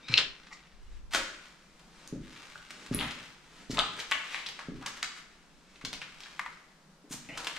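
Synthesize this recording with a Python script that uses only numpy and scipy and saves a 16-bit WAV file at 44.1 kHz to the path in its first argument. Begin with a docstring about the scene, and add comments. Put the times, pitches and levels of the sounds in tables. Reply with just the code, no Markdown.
"""Slow steps through an abandoned flat

Someone walks from a furnished bedroom into a bare hall, carrying a microphone. Trousers rustle and
each heel thumps the floor; the sole then grinds plaster grit, snaps flakes, knocks loose pieces and
drags squealing shards along. The rooms ring after every step. Faint outdoor noise seeps in, and air
brushes the microphone as it swings through a doorway."""
import sys
import numpy as np
from scipy import signal
from scipy.fft import rfft, irfft, next_fast_len
from scipy.io import wavfile
from scipy.ndimage import uniform_filter1d

SR = 44100
rng = np.random.default_rng(int(sys.argv[2]) if len(sys.argv) > 2 else 0)


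def put_to_file(sound):
    """Save the sound as 16-bit audio at rate SR, in the file named by the first command-line argument."""
    columns = np.atleast_2d(sound).T  # one column per channel
    safe = np.clip(columns, -1, 1)
    whole_steps = np.round(safe * 32767)
    wavfile.write(sys.argv[1], SR, whole_steps.astype(np.int16))


N = 334278
TIME = np.arange(N) / SR
FFT_SIZE = 2048
FREQS = np.maximum(np.arange(FFT_SIZE // 2 + 1) * SR / FFT_SIZE, 1)

# tone of the outdoor noise: f/Hz, level/dB
OUTDOOR_TONE = [(25, -2), (50, -6.5), (95, -38.5), (160, 2), (270, -10.5), (500, -13.5), (1400, -16),
                (2500, -24), (5000, -24.5), (8500, -30.5), (10500, -36.5), (15000, -46)]
# stereo width of sound from all around: f/Hz, side level over middle/dB
STEREO_WIDTH = [(280, -15), (600, -9), (1500, -5), (3500, -2), (9000, 0)]
# how the microphone's two openings differ: f/Hz, left level over right/dB
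MIC_BALANCE = [(250, .4), (1200, 2.2), (2800, 2.6), (5500, 0), (9000, -1), (12000, -3.2)]
# bands of the room echo: f/Hz, time to fade by 60 dB/s, level/dB
ECHO_BANDS = [(142, 0.95, 4), (255, 0.8, 5.5), (736, 0.37, -0.5), (1380, 0.74, -1.5), (3225, 0.66, -4),
              (6900, 0.6, -3.5), (9900, 0.4, -9)]
# low notes that hum between the walls: f/Hz, level/dB
ROOM_NOTES = [(65, 12), (144, 11), (268, 5.5), (328, 10.5), (530, 8.5)]
# the walker stands still: middle t/s, half length/s
PAUSES = [(1.06, 0.086), (6.91, 0.34)]
# tone of rubbing cloth: f/Hz, level/dB
CLOTH_TONE = [(60, -31.5), (220, 3), (600, -5.5), (1500, -0.5), (4000, -4.5), (8500, -12.5), (14000, -34.5)]
# tone of snapping plaster: f/Hz, level/dB
PLASTER_TONE = [(100, -29), (350, -12.5), (650, -10), (1000, -4), (2000, -2.5), (4000, -5.5), (6500, -11),
                (9000, -14.5), (11000, -24.5), (13500, -25), (15500, -49.5)]
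# large flakes snapping: t/s, level/dB, ring f/Hz, snap level over ring/dB
FLAKE_SNAPS = [(.084, -37, 2630, 4), (.1785, -14, 3000, -28), (.469, -49.5, 2780, 17),
               (1.136, -29, 1960, 12), (1.1472, -24.5, 1640, -1), (1.795, -55, 1690, 10),
               (2.076, -46, 6040, -16), (2.361, -48, 2330, -5), (2.706, -40.5, 2600, 12),
               (2.863, -45, 2380, 11), (3.109, -38, 2870, -1), (4.001, -35, 3740, -42),
               (4.113, -29.5, 3900, 27), (4.4625, -35.5, 3200, -9), (4.4672, -38.5, 4080, -5),
               (4.4877, -37.5, 3540, 2), (4.591, -36.5, 1300, -6), (4.861, -32, 1300, 1),
               (4.8635, -35.5, 4670, -17), (4.969, -43, 1670, 2), (5.0265, -32, 1750, -19),
               (5.029, -28.5, 4300, -2.5), (5.758, -52, 2700, -5), (5.812, -45.5, 1560, -4.5),
               (5.8495, -31.5, 3850, 0.5), (5.93, -36, 3270, 4), (5.937, -37.5, 3310, -2),
               (6.0165, -36, 2200, -5.5), (6.205, -45, 3660, 1), (6.235, -44, 3460, -10),
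               (6.259, -46, 1590, -6), (7.375, -33.5, 2340, 24), (7.446, -37.5, 3520, 9),
               (7.47, -29, 2820, 0), (7.5645, -35.5, 1940, -1)]
# the sole skidding on grit: peak t/s, length/s, level/dB, ring f/Hz, snap level over ring/dB
SKIDS = [(0.129, 0.043, -36, 695, 7.5), (0.188, 0.029, -27, 2570, 2.5), (0.532, 0.016, -45.5, 5570, -9),
         (1.154, 0.039, -28.5, 1720, 16), (2.94, 0.035, -41, 1700, 9), (3.029, 0.082, -39, 1890, -5),
         (3.014, 0.04, -38, 860, -15), (3.713, 0.017, -37, 4500, -1), (3.746, 0.017, -40.5, 5040, 13),
         (3.784, 0.023, -27.5, 923, -9), (3.996, .024, -37.5, 1830, 1), (4.334, 0.12, -41.5, 2750, -1.5),
         (4.828, 0.024, -44.5, 1150, -26), (5.175, 0.04, -50, 1490, 1), (7.127, 0.03, -38, 6370, 1),
         (7.396, 0.068, -45, 1120, -0.5)]
# shards and the rubber sole squealing: start t/s, end t/s, first level/dB, last level/dB,
# two strong notes f/Hz, weak note f/Hz, rise in pitch (0.1 is a tenth)
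SQUEALS = [(0.028, 0.08, -62, -49.5, 2350, 3740, 4860, 0.032),
           (0.082, 0.199, -43.5, -39, 2387, 4030, 5080, 0.038),
           (0.507, 0.534, -56, -43.5, 1052, 2038, 1208, 0.019),
           (2.556, 2.56, -42.5, -40.5, 1395, 1485, 920, 0.052),
           (2.94, 3.031, -49, -69.5, 10300, 10760, 13500, 0.0025),
           (7.289, 7.393, -44.5, -57, 2570, 2025, 613, 0.22)]
# loose pieces hitting the floor: t/s, level/dB, favoured f/Hz
SHARD_KNOCKS = [(.1401, -16, 3500), (.1746, -21.5, 4700), (.1783, -17, 2800), (.1832, -24, 4300)]  # a shard, shoved along and tipped over
TILE_KNOCKS = [(2.9898, -33.5, 2880), (2.9972, -37, 2950), (3.005, -37, 2900), (3.0105, -31, 2600),
               (3.0275, -39, 3080), (3.773, -30.5, 3000), (3.7906, -23, 3720), (3.7956, -24, 3300),
               (3.8003, -33, 1590), (4.1186, -24, 1920), (4.1232, -24, 2380), (4.1278, -39, 2200),
               (4.3455, -30, 1990)]  # a tile rocking under the sole
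GLASS_KNOCKS = [(2.9468, -29, 12500), (2.9528, -48, 10600)]  # a glass splinter caught by the heel
BOARD_KNOCKS = [(6.3934, -27, 1950), (6.4608, -34.5, 1300), (6.464, -39.5, 1050)]  # a scrap of board that tips under the toe and drops back
# the notes each piece rings with: f/Hz, width/Hz, level/dB
SHARD_NOTES = [(2100, 420, -7), (2660, 500, 1), (4190, 500, 0), (5150, 650, -11)]
TILE_NOTES = [(607, 900, 5.5), (1090, 350, 6.5), (1540, 340, 0.5), (2170, 260, -8.5), (2920, 1900, -2.5),
              (3580, 860, -3), (4360, 910, -3.5), (7800, 2400, -3), (10000, 5000, -10)]
GLASS_NOTES = [(10380, 550, 11), (13400, 560, -8.5)]
BOARD_NOTES = [(1030, 670, 0), (1950, 570, 2), (4480, 18000, -16)]
# footsteps: heel t/s, thump level/dB, thump f/Hz, grinding level/dB, time the weight stays on/s
STEPS = [(0.097, -36, 147, -57.5, 0.15), (.18, -39, 400, -66, 0.41), (1.148, -33, 690, -53, 0.091),
         (2.126, -32, 218, -56, 0.43), (2.912, -26.5, 210, -47.5, 0.12), (3.698, -31, 208, -53.5, 0.53),
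         (4.685, -33.5, 227, -48, 0.038), (5.84, -41, 200, -60, 0.6), (7.042, -53.5, 328, -76, 0.15),
         (7.108, -40.5, 193, -56.5, 0.08), (7.291, -44, 183, -52, .3)]


def amp(db):
    """Turn decibels into a gain."""
    return 10 ** (np.asarray(db) / 20)


def unit(x):
    """Scale a sound to an average power of 1."""
    return x / np.sqrt(np.mean(x ** 2))


def hit_level(x, db):
    """Give a short sound the energy of 5 ms at this level."""
    return x * amp(db) * np.sqrt(.005 * SR / np.sum(x ** 2))


def db_at(table, hz):
    """Read a table's level at any frequency, sliding between its rows."""
    table = np.array(table)
    return np.interp(np.log(np.maximum(hz, 1)), np.log(table[:, 0]), table[:, 1])


def tint(x, gain):
    """Filter a sound: gain(f) says how much of each frequency is kept."""
    size = next_fast_len(len(x), True)
    return irfft(rfft(x, size) * gain(np.fft.rfftfreq(size, 1 / SR)), size)[:len(x)]


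def with_tone(x, table):
    """Filter a sound by a table of frequencies and levels."""
    return tint(x, lambda f: amp(db_at(table, f)))


def ring(force, gain):
    """Let a force shake an object that answers with this gain at FREQS."""
    cepstrum = irfft(np.log(gain + 1e-5))
    cepstrum[1:FFT_SIZE // 2] *= 2  # folded so the ringing never comes before the push
    cepstrum[FFT_SIZE // 2 + 1:] = 0
    return signal.fftconvolve(force, irfft(np.exp(rfft(cepstrum))))


def resonance(hz, q):
    """A peak in the gain around one pitch; a higher q makes it narrower."""
    return 1 / (1 + (q * (FREQS / hz - hz / FREQS)) ** 2)


def add(track, s, x):
    """Mix x into the track, starting at s seconds."""
    start = int(np.clip(s * SR, 0, N - 1))
    track[start:start + len(x)] += x[:N - start]


def wander(rate):
    """Drift to a new random value rate times a second."""
    points = rng.standard_normal(N // 8)
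    return np.interp(TIME * rate, np.arange(len(points)), points)


def clicks(rate, scatter_db, size=N):
    """Tiny random clicks of unequal size, about rate of them a second."""
    timing, sign, strength = rng.random((N, 3))[:size].T
    heights = amp(scatter_db * np.minimum(-np.log(1 - strength), 3))
    return unit((timing < rate / SR) * np.sign(sign - .5) * heights + 1e-9)


def unpitched(burst):
    """Even out a burst's frequencies so no pitch stands out; keep its first half."""
    spectrum = rfft(burst)
    return irfft(spectrum / np.abs(spectrum) ** .85)[:len(burst) // 2]


def surround(mid, side):
    """Sound from all around: left and right share the bass but not the treble."""
    return mid + np.outer([1, -1], with_tone(side, STEREO_WIDTH))


def moving():
    """1 while the walker is under way, near 0 during the pauses."""
    return np.prod([1 - np.exp(-((TIME - s) / half_s) ** 4) for s, half_s in PAUSES], axis=0)


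def outdoor_hush(level_db=-62.5, swell_db=1.5):
    """Faint, hollow outdoor noise seeps through the rooms."""
    mid, side = (unit(with_tone(rng.standard_normal(N), OUTDOOR_TONE)) for _ in range(2))
    return surround(mid, side) * amp(level_db + swell_db * wander(3.7))


def air_on_mic(thumps, walking_db=-69.5, swing_db=-46.5, swing_at_s=0.96, swing_s=0.15, jolt_db=-11):
    """Air rumbles on the microphone as it is carried, swung through the doorway and jolted by steps."""
    mid, side = (unit(tint(rng.standard_normal(N), lambda f: f / np.hypot(f, 20) / (1 + (f / hz) ** 4)))
                 for hz in (48, 24))
    rumble = mid + amp(-2) * np.outer([1, -1], side)
    at_hand = np.roll(thumps, int(0.057 * SR))  # each thump reaches the hand a little later
    jolt = np.sqrt(np.abs(uniform_filter1d(at_hand ** 2, SR // 7)))
    swing = amp(swing_db) * np.exp(-((TIME - swing_at_s) / swing_s) ** 2)
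    return rumble * (amp(walking_db) * moving() + swing + amp(jolt_db) * jolt)


def room_hum(x, fade_s=0.46):
    """Low notes bounce between the bare walls and hum on after each step."""
    t = TIME[:SR]
    fade = amp(-60 * t / fade_s)
    response = sum(amp(db) * np.sin(2 * np.pi * hz * t) for hz, db in ROOM_NOTES) * fade
    return signal.fftconvolve(x, 2 * response / fade.sum())[:N]


def room_echoes(x, decay_share, echo_db, build_s=0.00022, slap_db=-4, slap_s=0.023):
    """Quick slaps off near walls and a wash of echoes; their pattern changes as the walker moves on."""
    t, pitches = TIME[:SR * 4 // 5], np.log(np.array(ECHO_BANDS)[:, 0])
    bands, out = [], np.zeros((2, N))
    for share, (_, fade_s, db) in zip(np.eye(len(ECHO_BANDS)), ECHO_BANDS):
        mid, side = (tint(rng.standard_normal(len(t)),
                          lambda f: np.sqrt(np.interp(np.log(f + 1), pitches, share))) for _ in range(2))
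        fade = amp(-60 * t / (fade_s * decay_share)) * (1 - np.exp(-(t / build_s) ** 2))
        bands.append((surround(mid, side), amp(db + echo_db) * fade / np.linalg.norm(fade)))
    for start in range(0, N, SR // 2):  # a new pattern every half second
        piece = x[start:start + SR // 2]
        if piece.any():
            wash = sum(np.roll(noise, start // 7, axis=1) * fade for noise, fade in bands)
            mid, side = (clicks(rate=500, scatter_db=2, size=len(t)) for _ in range(2))
            slaps = surround(mid, side) * t * np.exp(-2 * t / slap_s)
            response = wash + amp(slap_db + echo_db) * slaps / np.linalg.norm(slaps)
            for channel in range(2):
                add(out[channel], start / SR, signal.fftconvolve(piece, response[channel]))
    return out


def trousers(stir_db=-69.5, over_thump_db=-29.5, lead_s=0.1, spread_s=0.09):
    """Cloth stirs with the walk and brushes past before each heel lands; harder steps rustle more."""
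    brush = sum(amp(db + over_thump_db) * np.exp(-((TIME - s + lead_s) / spread_s) ** 2)
                for s, db, *_ in STEPS)
    cloth = unit(with_tone(clicks(rate=8100, scatter_db=2), CLOTH_TONE))
    return moving() * (amp(stir_db) + brush) * cloth


def foot_weight(t, roll_on_s=0.15, roll_off_s=0.2):
    """Pressure on the grit at times t: it builds after each heel lands, holds and lets go."""
    total = 0
    for s, _, _, grind_db, stay_s in STEPS:
        age = np.maximum(t - s, 0)
        press = 1 - np.exp(-(age / roll_on_s) ** 2)
        release = np.exp(-np.maximum(age - stay_s, 0) / roll_off_s)
        total = total + amp(grind_db) * press * release
    return total


def plaster(hz, snap_db, q, treble_hz=8000):
    """A flake's gain at FREQS: a short ring plus a broad snap; a softer snap loses its treble first."""
    snap = amp(snap_db + min(snap_db, 0) * FREQS / treble_hz + db_at(PLASTER_TONE, FREQS))
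    return np.hypot(resonance(hz, q) ** 2, snap)


def grinding():
    """Fine grit is crushed for as long as the foot presses on it."""
    grains = clicks(rate=600, scatter_db=6) * foot_weight(TIME)
    return ring(grains, unit(plaster(hz=1860, snap_db=1, q=0.31)))[:N]


def skids(rise_share=.38):
    """The skidding sole presses down and lets go, crushing a thick stream of grains."""
    out = np.zeros(N)
    for s, length_s, db, hz, snap_db in SKIDS:
        rise_s, fall_s = length_s * rise_share, length_s * (1 - rise_share)
        t = TIME[int(max(s - 3 * rise_s, 0) * SR):int((s + 4 * fall_s) * SR)] - s
        grains = clicks(rate=5500, scatter_db=5, size=len(t))
        press = np.exp(np.minimum(t / rise_s, -t / fall_s))
        add(out, s + t[0], amp(db) * ring(grains * press, unit(plaster(hz, snap_db, q=0.68))))
    return out


def squeals(flutter_hz=450, weak_db=-7, rasp_db=-14):
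    """A shard or sole sticks and slips, which keeps it ringing; its notes rise as the foot presses."""
    out = np.zeros(N)
    rasp = unit(with_tone(clicks(rate=1900, scatter_db=3), PLASTER_TONE))
    for start, end, first_db, last_db, *notes, rise in SQUEALS:
        span = slice(int(start * SR), int(end * SR))
        progress = np.linspace(0, 1, len(TIME[span]))
        phase_per_hz = 2 * np.pi * np.cumsum(1 + rise * progress) / SR
        squeal = sum(amp(db) * wander(flutter_hz)[span] * wave(hz * phase_per_hz)
                     for hz, db in zip(notes, (0, 0, weak_db)) for wave in (np.sin, np.cos))
        level = amp(first_db + (last_db - first_db) * progress)
        add(out, start, (unit(squeal) + amp(rasp_db) * rasp[span]) * level)
    return out


def knocks(hits, notes, q, chatter_s, chatter_db):
    """A hard piece hits the floor and chatters; where it touches decides which of its notes ring."""
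    out, t = np.zeros(N), TIME[:SR // 40]
    body = np.sqrt(sum((amp(db) * resonance(hz, hz / width)) ** 2 for hz, width, db in notes))
    for s, db, favoured_hz in hits:
        chatter = unpitched(rng.standard_normal(len(t)) * np.exp(-t / chatter_s))
        force = amp(chatter_db) * chatter / np.linalg.norm(chatter)
        force[0] += 1  # the knock itself
        add(out, s, hit_level(ring(force, body * resonance(favoured_hz, q)), db))
    return out


def crumbs(count=105, over_weight_db=2, spread_db=2.5, hz=2320, spread_octaves=0.34, snap_db=-1):
    """Small flakes give way at random, louder under more weight; gives rows like FLAKE_SNAPS."""
    level_luck, pitch_luck = rng.standard_normal((count, 2)).T
    times = (np.arange(count) + rng.random(count)) / count * TIME[-1]
    levels = 20 * np.log10(foot_weight(times) + 1e-9) + over_weight_db + spread_db * level_luck
    pitches = hz * 2 ** (spread_octaves * pitch_luck)
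    return list(zip(times, levels, pitches, np.full(count, snap_db)))


def snapping_flakes(crumbly_cycles=9.3, clean_cycles=2.2, clean_above_db=-25):
    """A flake breaks, then splinters; loud breaks are cleaner and small, high flakes finish sooner."""
    out, t = np.zeros(N), TIME[:SR // 20]
    splinters = clicks(rate=3500, scatter_db=3)
    for k, (s, db, hz, snap_db) in enumerate(FLAKE_SNAPS + crumbs()):
        extra_cycles = (crumbly_cycles - clean_cycles) / (0.5 + np.exp((db - clean_above_db) / 2))
        crumble_s = (clean_cycles + extra_cycles) / hz
        burst = unpitched(splinters[k * len(t):][:len(t)] * np.exp(-t / crumble_s))
        # at 0.94 ms of crumbling the splinters are as strong as the break
        force = burst * np.sqrt(crumble_s / 0.00094) / np.linalg.norm(burst)
        force[0] += 1  # the break itself
        add(out, s, hit_level(ring(force, plaster(hz, snap_db, q=0.78)), db))
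    return out


def heel_thumps(shudder_s=0.016, shudder_db=-33, floor_hz=63, floor_db=-2, hard_step_db=-23):
    """The shoe lands with a soft blow on the floor and shudders as it settles."""
    out, t = np.zeros(N), TIME[:SR // 6]
    rubber = 1 / np.hypot(1, (FREQS / 620) ** 3)  # the sole cushions the treble away
    floor = amp(floor_db) * resonance(floor_hz, q=5.4)
    for s, db, hz, _, _ in STEPS:
        body = resonance(hz, q=1.1) * rubber + floor * amp(db - hard_step_db)  # hard steps boom more
        for lag_s, part_db in (0, 0), (0.00726, -4), (0.034, -4):  # heel edge, flat heel, ball of foot
            push = amp(shudder_db) * rng.standard_normal(len(t)) * np.exp(-t / shudder_s) / 2
            push[0] += 1
            add(out, s + lag_s, hit_level(ring(push, body), db + part_db))
    return out


def scene(hall_from_s=.8, muffle_hz=6500, thump_to_room_db=-6, board_to_room_db=-4, lean_db=-18):
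    """The feet are heard directly and through whichever room the walker is in."""
    thumps = heel_thumps()
    tile = knocks(TILE_KNOCKS, TILE_NOTES, q=1.5, chatter_s=0.0014, chatter_db=0.5)
    shard = knocks(SHARD_KNOCKS, SHARD_NOTES, q=0.78, chatter_s=0.0004, chatter_db=-13)
    glass = knocks(GLASS_KNOCKS, GLASS_NOTES, q=.5, chatter_s=0.00077, chatter_db=5)
    board = knocks(BOARD_KNOCKS, BOARD_NOTES, q=0.48, chatter_s=0.0038, chatter_db=14)
    feet = tile + shard + glass + snapping_flakes() + grinding() + skids() + squeals() + trousers()
    feet += amp(thump_to_room_db) * thumps + amp(board_to_room_db) * board
    in_bedroom = TIME < hall_from_s
    # among the bedroom's furniture and cloth the steps are duller and die sooner
    bedroom = tint(feet, lambda f: 1 / np.hypot(1, (f / muffle_hz) ** 3)) * in_bedroom
    hall = feet * ~in_bedroom
    echoes = room_echoes(bedroom, decay_share=0.5, echo_db=-2)
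    echoes += room_echoes(hall, decay_share=0.94, echo_db=1)
    # the rest of the thumps and board skips the echoes, so they sound closer
    close = (1 - amp(thump_to_room_db)) * thumps + (1 - amp(board_to_room_db)) * board
    close = close + amp(lean_db) * np.outer([1, -1], tile)  # the tile lies a little to the left
    return bedroom + hall + close + echoes + room_hum(feet) + outdoor_hush() + air_on_mic(thumps)


def record(dry, lag_s=.000018, top_hz=15500):
    """The microphone's two openings differ in tone and the left hears slightly later; the top is cut."""
    left = tint(dry[0], lambda f: amp(db_at(MIC_BALANCE, f) / 2) * np.exp(-2j * np.pi * f * lag_s))
    right = tint(dry[1], lambda f: amp(-db_at(MIC_BALANCE, f) / 2))
    return signal.sosfilt(signal.ellip(10, .2, 80, top_hz, fs=SR, output="sos"), [left, right])


dry = scene()
out = record(dry)
put_to_file(out)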